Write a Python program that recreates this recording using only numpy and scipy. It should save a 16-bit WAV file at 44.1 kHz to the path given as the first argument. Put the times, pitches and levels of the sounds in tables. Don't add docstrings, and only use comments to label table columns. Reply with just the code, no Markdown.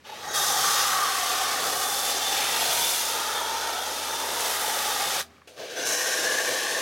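import sys
import numpy as np
from scipy.fft import rfft, irfft, next_fast_len
from scipy.io import wavfile
from scipy.ndimage import map_coordinates

SR = 44100
rng = np.random.default_rng(int(sys.argv[2]) if len(sys.argv) > 2 else 0)


def log_audio(samples):
    frames = np.atleast_2d(samples).T
    limited = np.clip(frames, -1, 1)
    pcm = np.round(limited * 32767).astype(np.int16)
    wavfile.write(sys.argv[1], SR, pcm)


N = 300321

# seconds of the spit, the water's arrival, the break into foam and
# the release; strength of the first water in dB; second of a pressure lurch (heard only before foam).
REAR_TRIGGER = (0.5, 0.05, 0.34, 5.207, -1.5, 2)
SPLASH_STAGES = (-18.5, -9, 1, -21)
LOW_STAGES = (-29, -16, 1, -30)
RING_STAGES = (-38, -26, -1.5, -24)
HISS_STAGES = (-25, -17.5, -4.5, -37)
MIST_STAGES = (-29, -30.5, -8, -44)
# time in seconds, hiss in dB, mist in dB.
JET_RIDES = [(0.42, -29.5, -32), (0.78, -26, -31.5), (0.99, -30.5, -34), (1.56, -30, -35.5),
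             (1.8, -31.5, -32.5), (2.11, -29, -32), (2.13, -29, -36), (2.92, -27.5, -28.5),
             (3.17, -32.5, -36), (3.55, -33, -40), (4.27, -34.5, -37), (4.48, -30.5, -32),
             (4.55, -32, -32.5), (5.19, -29.5, -34.5)]
# time in seconds, lowest mode in Hz.
REAR_PITCH = [(0.05, 837), (0.55, 794.6), (0.8, 815), (1.25, 755), (2.1, 790), (2.4, 843), (2.65, 858),
              (2.85, 925.6), (3.25, 865), (3.6, 896), (4.1, 872), (4.4, 934.5), (4.7, 850.3), (5.15, 814)]
# pitch as a ratio to the lowest mode, width in Hz, share removed.
REAR_NOTCHES = [(0.81, 55, 0.35), (1.27, 58.6, 0.28)]
# frequency in Hz, left minus right in dB.
REAR_PAN = [(100, 0), (500, .7), (1200, .2), (5200, .1), (6800, 1.8), (8300, 0), (11200, -1.3), (14000, 0)]
def rear_well():
    hiss_db, mist_db = curves(JET_RIDES)
    pitch_hz, = curves(REAR_PITCH)
    rest_hz = 800
    stretch = pitch_hz / rest_hz
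    deep = passes([(3.62, .53, .98)])
    jet = arch_echoes(droplets())
    sputter_db = .39 * wobble(9) + .26 * wobble(45) + .5 * wobble(170)
    ring = flow(REAR_TRIGGER, RING_STAGES) * rear_ring(stretch, deep, hiss_db)
    pocket = liner_pocket()
    splash = flow(REAR_TRIGGER, SPLASH_STAGES) * rear_splash(deep)
    low = flow(REAR_TRIGGER, LOW_STAGES) * rear_low_mode(rest_hz, stretch, deep)
    hiss = amp(hiss_db + .27) * flow(REAR_TRIGGER, HISS_STAGES) * rear_hiss(jet)
    mist = flow(REAR_TRIGGER, MIST_STAGES) * rear_mist(jet, mist_db, deep)
    notches = [(ratio * pitch_hz, width, share) for ratio, width, share in REAR_NOTCHES]
    spray = notched(splash + low + ring + hiss + mist, notches)
    return placed(amp(sputter_db) * (spray + pocket), REAR_PAN)


# frequency in Hz, relative level in dB.
REAR_HISS_EQ = [(300, -40), (800, -5), (1000, -6), (1200, -4), (1400, -3), (1950, -3.5), (2200, -2),
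                (2600, -2), (3200, 0), (3600, 1.5), (4100, -1.5), (5200, -1), (6400, -2), (7300, -12),
                (8500, -15), (11000, -28.5)]
# time in seconds, brightness in dB.
BRIGHTNESS = [(0.15, -6), (0.38, 11.5), (1.1, -0.5), (1.55, 0.5), (1.8, 3.5), (2.15, 3), (2.45, -3),
              (2.85, 1.5), (3.6, 0.5), (4.45, 0)]
# resting pitch in Hz, width in Hz, relative level in dB.
HIGH_WHISTLE = [(3556, 85, 0)]
LOW_WHISTLE = [(3293, 66, 0)]
# centre in seconds, half length in seconds, boost in dB.
HIGH_WHISTLE_SWELLS = [(0.305, .025, 9), (0.4, 0.04, 14), (0.56, .04, 3), (1.89, 0.04, 7.5),
                       (2.02, 0.09, 8), (2.28, 0.078, 7.5), (2.54, 0.036, 5), (2.88, 0.049, 7),
                       (3.35, 0.1, 8), (3.8, 0.068, 9), (5.0, .1, 3.5)]
LOW_WHISTLE_SWELLS = [(0.37, .05, 12.5), (0.54, .04, 7), (3.42, .09, 14), (3.8, 0.077, 10)]
# time in seconds, pitch in Hz.
WHISTLE_PITCH = [(0.3, 3790), (0.42, 3705), (0.56, 3610), (0.8, 3650), (1.65, 3510), (2.3, 3570),
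                 (2.9, 3520), (3.3, 3620), (3.55, 3520), (4.1, 3600), (5.0, 3640)]
def rear_hiss(jet):
    bright_db, = curves(BRIGHTNESS)
    tone = coloured(jet, REAR_HISS_EQ)
    pivot_hz = 3800
    dull = filtered(tone, lambda hz: 1 / (1 + (hz / pivot_hz) ** 4))
    tilted = amp(-bright_db) * dull + amp(.5 * bright_db) * (tone - dull)
    high_gain = amp(-13.5 + passes(HIGH_WHISTLE_SWELLS) + 1.2 * wobble(14))
    low_gain = amp(-18.5 + passes(LOW_WHISTLE_SWELLS))
    whistle_hz = curves(WHISTLE_PITCH)[0] * (1 + .006 * wobble(12))
    high = high_gain * swept(HIGH_WHISTLE, whistle_hz / HIGH_WHISTLE[0][0])
    low = low_gain * swept(LOW_WHISTLE, 1 + .007 * wobble(8))
    return (tilted + high + low) / np.sqrt(1 + high_gain ** 2 + low_gain ** 2)


# frequency in Hz, relative level in dB.
REAR_MIST_EQ = [(4290, -28), (7300, -3.5), (11500, 0), (15100, -7.5), (16000, -8)]
def rear_mist(jet, mist_db, deep):
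    shadow_hz, shadow_width_hz, fizz_hz = 7748, 390, 11500
    tone = coloured(jet, REAR_MIST_EQ)
    shadow = filtered(tone, lambda hz: np.exp(-((hz - shadow_hz) / shadow_width_hz) ** 2))
    tone = tone - .51 * deep * shadow
    fizz = filtered(tone, lambda hz: 1 - 1 / (1 + (hz / fizz_hz) ** 8))
    opening_db = .4 * np.clip(mist_db + 29, -8, 6)
    return amp(mist_db - .34) * (tone + (amp(opening_db) - 1) * fizz)


# resting pitch in Hz, width in Hz, relative level in dB.
MAIN_MODE = [(1175, 162, 0)]
OVERTONE_MODES = [(1550, 270, 0), (1840, 144, 0)]
DEEP_HOLLOW_MODES = [(1270, 170, 3.5), (1427, 130, -2), (1737, 120, -2.5)]
# time in seconds, level in dB.
RING_RIDE = [(0.42, -31.5), (0.55, -31), (0.68, -29), (0.88, -29), (1.0, -26.5), (1.12, -30), (1.24, -33),
             (1.42, -31.5), (2.19, -36), (3.09, -35.5), (3.4, -33), (3.6, -34), (3.8, -35), (3.95, -39),
             (4.25, -37.5), (4.6, -34.5), (5.19, -34)]
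# time in seconds, level against the main ring in dB.
OVERTONE_RIDE = [(0.24, -5), (0.3, 2), (0.45, -3.5), (0.8, -4.5), (1.02, -7), (1.5, -4), (2.4, -1.5),
                 (4.2, 0), (4.6, 1), (5.15, -1.5)]
# time in seconds, strongest mode in Hz.
DEEP_PITCH = [(3.1, 1221), (3.45, 1275), (3.82, 1364), (4.0, 1200), (4.6, 1220)]
# centre in seconds, half length in seconds, level change in dB.
RING_ACCENTS = [(0.244, .012, 8), (0.295, .018, 5), (0.647, 0.0073, 4.5), (3.31, .01, -1), (3.385, .012, 2)]
def rear_ring(stretch, deep, hiss_db):
    ring_db, = curves(RING_RIDE)
    deep_hz, = curves(DEEP_PITCH)
    overtone_gain = amp(curves(OVERTONE_RIDE)[0])
    shift = stretch ** .4
    shallow = swept(MAIN_MODE, shift) + overtone_gain * swept(OVERTONE_MODES, shift)
    shallow /= np.hypot(1, overtone_gain)
    deep_ring = swept(DEEP_HOLLOW_MODES, deep_hz / DEEP_HOLLOW_MODES[0][0])
    ring = np.sqrt(1 - deep) * shallow + np.sqrt(deep) * deep_ring
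    inside = np.sqrt(np.clip(1 - amp(2 * (hiss_db - ring_db - 9.5)), .08, 1))
    return amp(ring_db + 1.07 - 2.5 * deep + passes(RING_ACCENTS)) * inside * ring


# centre in seconds, half length in seconds, level change in dB.
LOW_MODE_SURGES = [(0.55, .05, 5.5), (1.35, .07, 1), (1.9, 0.12, 1), (2.55, .07, -1), (2.97, 0.08, -4.5),
                   (3.52, 0.1, 2.5), (4.0, .1, -3), (4.8, 0.38, 1), (5.175, 0.016, 4), (5.215, 0.017, -17)]
def rear_low_mode(rest_hz, stretch, deep):
    width_hz = 105
    level_db = -36.5 + .5 * deep + passes(LOW_MODE_SURGES) + .52 * wobble(10)
    return amp(level_db) * swept([(rest_hz, width_hz, 0)], stretch * (1 + .01205 * wobble(6)))


# frequency in Hz, relative level in dB.
REAR_SPLASH_EQ = [(50, -50), (110, -30), (195, -19.5), (265, -9), (330, -8), (400, -2.5), (500, 1.5),
                  (580, -1), (680, 1), (1000, -10.5), (1600, -11.5), (2600, -30)]
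# pitch in Hz, width in Hz, relative level in dB.
PANEL_MODE = [(149, 31, -2)]
# centre in seconds, half length in seconds, level change in dB.
SPLASH_SWELLS = [(1.15, .3, -2.5), (1.68, 0.085, 4), (2.5, .1, 1.5), (2.95, 0.17, -0.5), (3.78, .09, 0.5)]
BOOM_SWELLS = [(0.7, 0.55, 12.5), (1.95, .25, 2), (2.73, 0.19, 11.5), (3.85, .3, -4), (5.17, .12, 11)]
def rear_splash(deep):
    boom = amp(-27.5 + passes(BOOM_SWELLS)) * resonate(droplets(), PANEL_MODE)
    level_db = -38.5 + .7 * deep + passes(SPLASH_SWELLS) + .95 * wobble(9)
    return amp(level_db) * (coloured(droplets(), REAR_SPLASH_EQ) + boom)


# pitch in Hz, width in Hz, relative level in dB.
POCKET_MODE = [(716, 75, 0)]
# centre in seconds, half length in seconds, peak level in dB.
POCKET_SWELLS = [(2.199, .07, -43), (2.76, 0.18, -38), (3.78, 0.068, -38.5), (4.65, 0.27, -41)]
def liner_pocket():
    gain = passes([(s, half_s, amp(db)) for s, half_s, db in POCKET_SWELLS])
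    return gain * resonate(droplets(), POCKET_MODE)


FRONT_TRIGGER = (5.474, 5.574, 5.858, 7.0, 2.1, 5.757)
# frequency in Hz, relative level in dB.
FRONT_SPLASH_EQ = [(50, -44), (130, -17), (200, -19), (270, -10), (400, -3), (470, 1.5), (510, 6),
                   (560, -2.5), (650, 2), (780, -11), (1000, -10), (2000, -32)]
FRONT_HISS_EQ = [(500, -42), (1050, -10), (1300, -2.5), (1550, 4.5), (2000, 1.5), (2400, 3), (3400, 3.5),
                 (4000, 2.5), (4600, 1.5), (5500, -1.5), (6400, -0.5), (7300, -18), (8500, -18),
                 (11000, -35)]
FRONT_MIST_EQ = [(4290, -23), (7300, -0.5), (7800, -2.5), (11000, -3), (13000, -10), (14100, -10),
                 (15200, -14), (16000, -19)]
# pitch in Hz, width in Hz, relative level in dB.
BODY_MODES = [(1097, 120, 4), (836, 220, 1.5)]
ARCH_MODES = [(2910, 190, -6.5), (4000, 150, -3.5), (5530, 580, -3), (6220, 780, -4)]
# centre in seconds, half length in seconds, change in dB.
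FRONT_SLAPS = [(5.62, 0.033, 2.5), (5.7, 0.023, -1.5), (5.78, 0.031, 2.5), (6.52, 0.033, 4)]
# frequency in Hz, width in Hz, share removed.
FRONT_NOTCHES = [(940, 61, 0.29)]
# time in seconds, frequency in Hz.
RISING_NOTCH = [(5.6, 1000), (5.8, 1100), (5.9, 1340), (6.3, 1320), (6.8, 1318)]
def front_well():
    foam_s, settle_s = FRONT_TRIGGER[2], .53
    fresh = np.exp(-since(foam_s) / settle_s)
    jet = arch_echoes(droplets())
    sputter_db = .69 * wobble(45) + .5 * wobble(170)
    splash_gain = amp(-35 + passes(FRONT_SLAPS) + 1.8 * wobble(7.9))
    splash = splash_gain * flow(FRONT_TRIGGER, SPLASH_STAGES) * coloured(droplets(), FRONT_SPLASH_EQ)
    body = amp(-38 - 2.5 * fresh) * step(foam_s, .1) * resonate(droplets(), BODY_MODES)
    ring = amp(-36 + .5 * fresh) * front_ring(foam_s)
    hollow = flow(FRONT_TRIGGER, RING_STAGES) * (body + ring)
    arch_gain = amp(-9.5 + 15.5 * fresh) * step(foam_s, .13)
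    arch = arch_gain * resonate(droplets(), ARCH_MODES)
    tone = (coloured(jet, FRONT_HISS_EQ) + arch) / np.hypot(1, arch_gain)
    hiss = amp(-32 + 4 * fresh) * flow(FRONT_TRIGGER, HISS_STAGES) * tone
    mist = amp(-38.5 + 6 * fresh) * flow(FRONT_TRIGGER, MIST_STAGES) * coloured(jet, FRONT_MIST_EQ)
    rising = (curves(RISING_NOTCH)[0], 89, .51)  # Hz, width in Hz, share removed
    spray = notched(splash + hollow + hiss + mist, [*FRONT_NOTCHES, rising])
    return placed(amp(sputter_db) * spray, FRONT_PAN)


# resting pitch in Hz, width in Hz, relative level in dB.
FRONT_HOLLOW_MODES = [(1600, 160, 0), (1788, 89, -1)]
# time in seconds, lower mode in Hz, upper mode in Hz.
FRONT_PITCHES = [(5.721, 1563, 1750), (5.95, 1546, 1820), (6.08, 1558, 1848), (6.27, 1640, 1722),
                 (6.52, 1685, 1790), (6.8, 1688, 1820)]
# centre in seconds, half length in seconds, boost in dB.
MOUTH_SWELLS = [(5.6, .04, 1), (5.745, 0.042, 6.5), (6.29, 0.09, 4.5)]
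def front_ring(foam_s):
    lower, upper = [amp(db) * swept([(rest_hz, width, db)], hz / rest_hz)
                    for (rest_hz, width, db), hz in zip(FRONT_HOLLOW_MODES, curves(FRONT_PITCHES))]
    return amp(passes(MOUTH_SWELLS)) * (lower + step(foam_s, .3) * upper)


def flow(trigger, stages):
    spit_s, water_s, foam_s, release_s, first_db, lurch_s = trigger
    spit_db, water_db, almost_db, drain_db = stages
    arrive_s, break_s, lurch_share = .031, .019, .23
    spit_db_per_s, shut_db_per_s, drain_db_per_s = 87, 529, 55
    spit = step(spit_s, .004) * amp(first_db + spit_db - spit_db_per_s * since(spit_s))
    ramp = np.clip(since(water_s) / (foam_s - water_s), 0, 1) ** 1.26
    pressure = (1 - lurch_share) * ramp + lurch_share * step(lurch_s, .012)
    building_db = (first_db + water_db) * (1 - pressure) + almost_db * pressure
    jet = step(water_s, arrive_s) * amp(building_db * (1 - step(foam_s, break_s)))
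    collapse = amp(-shut_db_per_s * since(release_s))
    drain = amp(drain_db - drain_db_per_s * since(release_s))
    return np.hypot(spit, jet) * np.maximum(collapse, drain)


def droplets(size=N, per_s=1400, spread_db=4, drop_db=-6):
    lands = rng.random(size) < per_s / SR
    strength = amp(spread_db * np.clip(rng.standard_normal(size), -2, 2))
    rush = rng.standard_normal(size)
    hits = lands * strength * rng.choice([-1, 1], size)
    return unit(rush + amp(drop_db) * unit(hits))


def swept(modes, stretch):
    ring = resonate(droplets(size=N + N // 4), modes)
    return map_coordinates(ring, [np.cumsum(stretch)], order=1, mode="wrap")


def arch_echoes(x, count=6, gain=.14, near_s=.0012, far_s=.005, drift_s=.00022):
    delays_s = np.geomspace(near_s, far_s, count) * rng.uniform(.849, 1.15, count)
    echoes = [map_coordinates(x, [np.arange(N) - SR * (delay + drift_s * wobble(2.5))], order=3)
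              for delay in delays_s]
    return unit(x + gain * sum(echoes))


# frequency in Hz, left minus right in dB.
FRONT_PAN = [(200, -.5), (500, 1.5), (1100, 1.5), (1700, 2.6), (2700, 0.6), (5200, 0), (7000, 3.5),
             (8700, -0.5)]
# frequency in Hz, side-channel level in dB.
SIDE_EQ = [(60, -39), (190, -13), (380, -31.5), (630, -15.5), (1100, -54), (3500, -100), (6000, -15.5),
           (8000, -41), (10500, -19), (13000, -33), (15000, -63)]
def placed(x, pan):
    late = np.pad(x, (SR // 140, 0))[:N]
    side = filtered(late, lambda hz: amp(along(SIDE_EQ, hz)))
    stereo = np.array([x + side, x - side])
    return filtered(stereo, lambda hz: amp(np.outer([.5, -.5], along(pan, hz))))


# start in seconds, level in dB.
SLUGS = [(0.092, -32), (0.121, -27), (0.27, -24)]
def gulps(pitch_hz=848, attack_s=.0033, t60_s=.1):
    out = np.zeros(N)
    for start_s, db in SLUGS:
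        age = since(start_s)
        envelope = amp(db - 60 * age / t60_s) * (1 - np.exp(-age / attack_s))
        out += envelope * np.sin(2 * np.pi * pitch_hz * age + .47 * wobble(150))
    return out


# start in seconds, hold in seconds, pitch in Hz, width in Hz, level in dB.
NOZZLE_SQUEALS = [(0.065, 0.16, 11300, 600, -62), (0.283, 0.046, 6500, 300, -40),
                  (0.358, .035, 6000, 250, -35), (0.43, .36, 6320, 240, -41),
                  (4.07, 0.11, 6100, 200.1, -43), (5.762, .1, 6080, 140, -42), (5.865, .04, 6400, 700, -36)]
def squeals(attack_s=.0086, fade_db_per_s=200):
    out = np.zeros(N)
    for start_s, hold_s, hz, width, db in NOZZLE_SQUEALS:
        envelope = step(start_s, attack_s) * amp(db - fade_db_per_s * since(start_s + hold_s))
        out += envelope * resonate(droplets(), [(hz, width, 0)])
    return out


# start in seconds, level in dB, pitch in Hz.
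TICKS = [(0.051, -42, 2900), (5.263, -51, 4700), (5.366, -53, 2285), (5.381, -51, 1240),
         (5.415, -45, 1100), (5.417, -48, 1970), (5.478, -44, 2670)]
def clicks(attack_s=.001, t60_s=.036):
    t, out = np.arange(SR // 4) / SR, np.zeros(N)
    for start_s, db, hz in TICKS:
        ring = resonate(rng.standard_normal(len(t)), [(hz, .19 * hz, 0)])
        envelope = amp(db - 60 * t / t60_s) * (1 - np.exp(-t / attack_s))
        out[round(start_s * SR):][:len(t)] += envelope * ring
    return out


# multiple of the stroke rate, relative level in dB.
PUMP_HARMONICS = [(1, 3.5), (2, -12), (3, 1.5), (5, 0)]
def pump(stroke_hz=80, idle_db=-70, loaded_db=-62.5, front_db=-79, stop_db_per_s=50):
    foam_s, release_s = REAR_TRIGGER[2:4]
    load = step(foam_s - .08, .15)
    rear_db = idle_db + (loaded_db - idle_db) * load - stop_db_per_s * since(release_s)
    level_db = rear_db + (front_db - rear_db) * step(FRONT_TRIGGER[0], .05)
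    phase = 2 * np.pi * np.cumsum(stroke_hz * (1 + .0016 * wobble(4.5))) / SR
    hum = sum(amp(db + .34 * wobble(4.15)) * np.sin(k * phase) for k, db in PUMP_HARMONICS)
    return amp(level_db) * np.sqrt(2) * hum


# frequency in Hz, relative level in dB.
AIR_EQ = [(20, -46), (50, -30), (75, 3), (140, 3), (250, 1), (330, 1), (450, -1), (750, -8), (1200, -4),
          (2000, -5), (5000, -12), (15000, -28)]
# time in seconds, level in dB.
AIR_RIDE = [(0, -57.5), (5.38, -57.5), (5.405, -61)]
def open_air():
    air_db, = curves(AIR_RIDE)
    return amp(air_db) * coloured(rng.standard_normal(N), AIR_EQ)


def amp(db):
    return 10 ** (np.asarray(db) / 20)


def unit(x):
    return x / np.sqrt(np.mean(x ** 2) + 1e-20)


def along(points, hz):
    freqs, values = np.transpose(points)
    return np.interp(np.log(hz + 1), np.log(freqs + 1), values)


def curves(rows):
    times, *columns = np.transpose(rows)
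    return [np.interp(np.arange(N) / SR, times, column) for column in columns]


def wobble(rate):
    return map_coordinates(rng.standard_normal(int(N * rate / SR) + 4), [np.arange(N) * rate / SR])


def since(s):
    return np.maximum(np.arange(N) / SR - s, 0)


def step(s, length_s):
    return np.clip((np.arange(N) / SR - s) / length_s + .5, 0, 1)


def passes(rows):
    t = np.arange(N) / SR
    return sum(height * np.exp(-.5 * ((t - s) / half_s) ** 2) for s, half_s, height in rows)


def filtered(x, response):
    size = x.shape[-1]
    padded = next_fast_len(size + SR // 4)
    return irfft(rfft(x, padded) * response(np.fft.rfftfreq(padded, 1 / SR)), padded)[..., :size]


def coloured(x, eq):
    return unit(filtered(x, lambda hz: amp(along(eq, hz))))


def resonate(x, modes, skirt=1.8):
    def peak(f, hz, width):
        return 1j * f * width / (hz * hz - f * f + 1j * f * width)
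    return unit(filtered(x, lambda f: sum(amp(db) * peak(f, hz, width) * abs(peak(f, hz, skirt * width))
                                          for hz, width, db in modes)))


def notched(x, notches):
    for hz, width_hz, share in notches:
        phase = 2 * np.pi * np.cumsum(hz * np.ones(N)) / SR
        carrier = np.array([np.cos(phase), np.sin(phase)])
        baseband = filtered(x * carrier, lambda f: np.exp(-(f / width_hz) ** 2))
        x = x - share * 2 * np.sum(carrier * baseband, axis=0)
    return x


def scene():
    air = open_air()
    return rear_well() + front_well() + gulps() + squeals() + pump() + clicks() + air


def record(dry):
    bass_hz, top_hz = 58, 15950
    return filtered(dry, lambda hz: (hz < top_hz) * np.sqrt(1 - 1 / (1 + (hz / bass_hz) ** 4)))


dry = scene()
out = record(dry)
log_audio(out)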